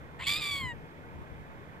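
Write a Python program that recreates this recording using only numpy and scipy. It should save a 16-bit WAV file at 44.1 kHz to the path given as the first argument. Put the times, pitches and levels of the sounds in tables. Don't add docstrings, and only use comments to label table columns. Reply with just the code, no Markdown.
import sys
import numpy as np
from scipy import signal
from scipy.fft import rfft, irfft
from scipy.io import wavfile
from scipy.ndimage import uniform_filter1d

SR = 44100
rng = np.random.default_rng(int(sys.argv[2]) if len(sys.argv) > 2 else 0)


def output_pcm(signal):
    pcm = np.clip(np.atleast_2d(signal).T, -1, 1) * 32767
    wavfile.write(sys.argv[1], SR, np.round(pcm).astype(np.int16))


def convert_level_to_amplitude(level_db):
    exponent = np.asarray(level_db, float) / 20
    return 10 ** exponent


N = 79380

# (time [s], pitch [Hz], level [dB], brightness [dB/octave], roughness [0-1.3])
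LEAD_IN = [
    (.188, 870, -56, -9, 1.3),
    (.194, 920, -44, -9, 1.3),
    (.212, 1010, -39, -8, 1.2),
    (.226, 1075, -39, -6, 1.2),
    (.235, 1110, -40, -5, 1.0),
    (.24, 1110, -56, -5, 1.0),
]
HIGH_BREAK = [
    (.233, 860, -56, .1, .5),
    (.237, 870, -41, .1, .5),
    (.25, 870, -42, .1, .6),
    (.262, 865, -36, .1, .6),
    (.27, 860, -48, .1, .8),
]
ROUGH_RISE = [
    (.261, 1100, -54, 1, .3),
    (.27, 1112, -27, 2, .4),
    (.29, 1147, -28, 2.5, .55),
    (.32, 1180, -29, 2.5, .55),
    (.345, 1175, -31, 2, .55),
    (.375, 1230, -35, 1, .6),
    (.392, 1285, -39, 0.1, .95),
    (.41, 1200, -36.5, 0.1, .7),
]
CLEARING_FALL = [
    (0.438, 1172, -33, 1, 0.53),
    (.5, 1153, -34.5, -1.3, 0.34),
    (0.527, 1133, -33.5, 0, 0.25),
    (0.598, 1103, -35.5, -2.5, 0.26),
    (0.634, 1043, -36.5, -9, 0.14),
    (0.691, 975, -38, -12.5, .1),
    (0.723, 937, -42, -9.5, 0.02),
    (.737, 925, -64, -36, .08),
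]
# (frequency [Hz], gain [dB])
THROAT = [(1000, -11.5), (2300, 1.84), (3400, -0.5), (4700, -7.5), (7000, -14), (7900, -18), (10000, -21),
          (14000, -14.5)]
# (frequency [Hz], right port lag [rad], left minus right [dB])
CRY_PORTS = [(980, 0.28, -3.5), (2480, 0.94, 3.5), (3340, .7, -4), (4750, 0.14, -5.5), (7300, 0.35, -15.5),
             (14000, 2.5, 1.5)]
# (centre [Hz], width [Hz], depth [dB])
SPECTRAL_DIPS = [(5400, 200, -24), (5850, 300, -12), (6350, 300, -32), (8550, 150, -10),
                 (10350, 300, -16), (12250, 350, -16)]
# (frequency [Hz], density [dB/Hz])
WATER_SPECTRUM = [(60, -35.5), (170, -7), (450, -13), (900, -14), (2200, -18.5), (2700, -28.5),
                  (3500, -30.5), (4500, -51), (15000, -75)]
# (frequency [Hz], likeness [0-1])
WATER_LIKENESS = [(150, 0.34), (500, 0.63), (1500, 0.72), (2300, 1), (3200, 0.17), (4200, 0.075)]
# (frequency [Hz], left minus right [dB])
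WATER_LEAN = [(60, 29), (180, 2), (530, 0), (1590, -4.5), (4730, -3.5), (14100, 3.5)]
# (frequency [Hz], right port lag [rad])
LEFT_SOURCE_LAG = [(0, -0.5), (650, 0.81), (1210, 2.5), (1500, 4.5), (2330, 4.5), (2900, 10.5), (3600, 9.5)]
# (frequency [Hz], rms level [dB])
MACHINE_TONES = [(75.4, -61.5), (150.7, -57), (419.9, -64), (473.7, -64), (554.5, -66.5), (899.0, -64),
                 (1082, -70)]
# (frequency [Hz], density [dB/Hz])
WIND_SPECTRUM = [(20, -17.5), (60, -2.5), (110, 0.3), (200, -10.5), (350, -12.5), (600, -61)]
# (time [s], left port level [dB], right minus left [dB])
GUSTS = [(0.0, -48, -5.5), (0.26, -45.5, -3.5), (0.28, -37.5, -7.5), (0.354, -51.5, -9), (0.6, -46, 2.5),
         (0.616, -36, -11.5), (0.842, -45, -0.5), (0.946, -75, 2), (0.986, -49.5, -7), (1.222, -43.5, -1),
         (1.258, -59, -9), (1.328, -45.5, -5), (1.358, -48, -2.5), (1.8, -58.5, 5)]
# (time [s], pitch [Hz], level [dB])
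BIRD_CHIRP = [
    (.872, 5500, -84),
    (.892, 4600, -70),
    (.903, 4300, -82),
    (.914, 3900, -66),
    (.93, 3400, -86),
]
# (time [s], pitch [Hz], level [dB])
BIRD_TICK = [
    (1.152, 6250, -92),
    (1.16, 6200, -73),
    (1.168, 6150, -92),
]
# (frequency [Hz], density [dB/Hz])
HISS_SPECTRUM = [(2500, -1), (4000, 5.5), (8000, -1), (11000, -5), (13000, 1.5), (14600, -4.5)]

FLUTTER_HZ, WOBBLE_HZ, RASP_HZ = 140, 220, 420
FLUTTER, WOBBLE_RAD, RASP = .7, .33, .4
SECOND_HZ, SECOND_DEPTH = 250, 0.07
BREATH_DB = -20
SPREAD_RAD = .12
FULL_DB = -35.5
TOP_HZ, TOP_SHARE = 8100, 7
FIFTH_SHARE = 2.4
BEAK_HZ, BEAK_OCTAVES = 6300, 1


def evened(x):
    return x / np.sqrt(np.mean(abs(x) ** 2) + 1e-20)


def read(points, hz, axis=1):
    p = np.transpose(points)
    return np.interp(np.log(hz + 1), np.log(p[0] + 1), p[axis])


def slow(width_hz):
    hz = np.fft.rfftfreq(N, 1 / SR)
    spectrum = rfft(rng.standard_normal(N)) / (1 + (hz / width_hz) ** 2)
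    return evened(irfft(spectrum, N))


def coloured(x, db):
    return irfft(rfft(x) * convert_level_to_amplitude(db), N)


def partial_gain(k, hz, level_db, tilt_db, low_hz):
    partial_hz = k * hz
    below_beak = partial_hz < BEAK_HZ
    octaves = np.where(below_beak, np.log2(k / 2), BEAK_OCTAVES)
    share = TOP_SHARE * np.clip(np.log2(partial_hz / TOP_HZ), 0, .4)
    share = share + FIFTH_SHARE * (k > 4) * below_beak
    dull_db = share * np.clip(level_db - FULL_DB, -20, 0)
    throat_hz = partial_hz * np.where(k < 6 and not low_hz, 1150 / hz, 1)
    gain_db = read(THROAT, throat_hz) + np.minimum(tilt_db * octaves, 4) + dull_db
    return convert_level_to_amplitude(gain_db) * (partial_hz < 15000) * (partial_hz > low_hz)


def cry(rows, low_hz=0):
    t = np.arange(N) / SR
    s, *columns = np.transpose(rows)
    hz, level_db, tilt_db, rough = (np.interp(t, s, column) for column in columns)
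    rough = np.clip(rough, 0, 3)

    phase = 2 * np.pi * np.cumsum(hz) / SR + WOBBLE_RAD * rough * slow(WOBBLE_HZ)
    beat = SECOND_DEPTH * np.cos(2 * np.pi * SECOND_HZ * t + 1.8 * slow(29.1))
    flutter = FLUTTER * np.minimum(rough, .8) * np.clip(slow(FLUTTER_HZ), -3, .4)
    swing = np.exp(flutter) * (1 + beat)

    partials, power = np.zeros((2, N)), 0
    for k in range(1, 15):
        gain = partial_gain(k, hz, level_db, tilt_db, low_hz)
        depth = RASP * rough * (k / 2) ** 1.4
        rasp = depth * (slow(RASP_HZ) + 1j * slow(RASP_HZ))
        rasped = (1 + rasp) / np.sqrt(1 + 2 * depth ** 2)
        z = -gain * rasped * np.exp(1j * (k * phase + SPREAD_RAD * k ** 2))
        lean = convert_level_to_amplitude(read(CRY_PORTS, k * hz, axis=2) / 2)
        lag = np.exp(-1j * read(CRY_PORTS, k * hz))
        partials += np.array([z * lean, z / lean * lag]).real
        power = power + gain ** 2 / 2

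    f = np.fft.rfftfreq(N, 1 / SR)
    breath_spectrum = rfft(rng.standard_normal(N)) * convert_level_to_amplitude(read(THROAT, f)) * (f > 500)
    breath = convert_level_to_amplitude(BREATH_DB) * rough * evened(irfft(breath_spectrum, N))
    voiced = swing * (partials / np.sqrt(power) + breath)
    return voiced * convert_level_to_amplitude(level_db) * (t > s[0]) * (t < s[-1])


def grass(x):
    level_db, t60 = -17, .07
    t = np.arange(4000) / SR
    taps = rng.standard_normal((2, len(t))) * (rng.random((2, len(t))) < .05)
    taps = taps * convert_level_to_amplitude(-60 * t / t60)
    return convert_level_to_amplitude(level_db) * signal.fftconvolve(x, taps / np.linalg.norm(taps[0]), axes=1)[:, :N]


def chirp(rows):
    t = np.arange(N) / SR
    s, hz, db = np.transpose(rows)
    phase = 2 * np.pi * np.cumsum(np.interp(t, s, hz)) / SR
    tone = np.sin(phase + 0.66 * slow(200))
    return tone * convert_level_to_amplitude(np.interp(t, s, db, -150, -150)) * np.array([[1], [-1]])


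def wash():
    level_db, patch_db = -50.5, 0.8
    frames, hz = N // 256 + 5, np.fft.rfftfreq(1024, 1 / SR)
    a, b, c, d, patches = rng.standard_normal((frames, 513, 5)).T
    patches = uniform_filter1d(patches, size=10, axis=0)
    patches = evened(uniform_filter1d(patches, size=10, axis=1))

    left, unrelated = a + 1j * b, c + 1j * d
    same = np.clip(read(WATER_LIKENESS, hz), -1, 1)[:, None]
    lag = np.exp(-1j * np.interp(hz, *np.transpose(LEFT_SOURCE_LAG)))[:, None]
    right = lag * same * left + np.sqrt(1 - same ** 2) * unrelated

    lean_db = read(WATER_LEAN, hz)[:, None] / 2
    z = np.array([left, right]) * convert_level_to_amplitude([lean_db, -lean_db])
    z *= convert_level_to_amplitude(read(WATER_SPECTRUM, hz)[:, None] + patch_db * patches) * (hz > 30)[:, None]
    return convert_level_to_amplitude(level_db) * evened(signal.istft(z, nperseg=1024, noverlap=768)[1][:, :N])


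def hum():
    width_hz, whine_hz, whine_db = 18, 11800, -99
    t = np.arange(N) / SR
    out = convert_level_to_amplitude(whine_db) * np.sin(2 * np.pi * whine_hz * t) * np.array([[1], [-1]])
    for hz, db in MACHINE_TONES:
        waver = 1 + .5 * (slow(width_hz) + 1j * slow(width_hz))
        z = waver * np.exp(2j * np.pi * (hz * t + rng.random()))
        lag = np.exp(-1j * np.interp(hz, *np.transpose(LEFT_SOURCE_LAG)))
        out = out + convert_level_to_amplitude(db) * np.array([z, z * lag]).real
    return out


def wind():
    lump_db, surge_db = 3.0, 1.6
    t = np.arange(N) / SR
    s, left_db, right_db = np.transpose(GUSTS)
    colour_db = read(WIND_SPECTRUM, np.fft.rfftfreq(N, 1 / SR))
    surge = surge_db * slow(13.4)
    ports = []
    for _ in range(2):
        lumpy = rng.standard_normal(N) * convert_level_to_amplitude(lump_db * slow(22) + surge)
        ports.append(evened(coloured(lumpy, colour_db)))
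    return np.array(ports) * convert_level_to_amplitude([np.interp(t, s, left_db), np.interp(t, s, left_db + right_db)])


def hiss():
    level_db = -72
    hz = np.fft.rfftfreq(N, 1 / SR)
    colour_db = read(HISS_SPECTRUM, hz) - 60 * (hz < 1500)
    return convert_level_to_amplitude(level_db) * evened(coloured(rng.standard_normal((2, N)), colour_db))


def scene():
    hz = np.fft.rfftfreq(N, 1 / SR)
    gull = cry(LEAD_IN) + cry(HIGH_BREAK, low_hz=2200) + cry(ROUGH_RISE + CLEARING_FALL)
    dips_db = sum(db * np.exp(-((hz - dip_hz) / width) ** 2) for dip_hz, width, db in SPECTRAL_DIPS)
    near = coloured(gull + grass(gull), dips_db)
    far_bird = chirp(BIRD_CHIRP) + chirp(BIRD_TICK)
    return near + far_bird + wash() + hum() + wind() + hiss()


def top_cut(x):
    return signal.sosfilt(signal.butter(12, 14690, fs=SR, output="sos"), x)


def record(dry):
    limited = coloured(dry, -90 * (np.fft.rfftfreq(N, 1 / SR) > 14720))
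    return top_cut(limited - .0006)


dry = scene()
out = record(dry)
output_pcm(out)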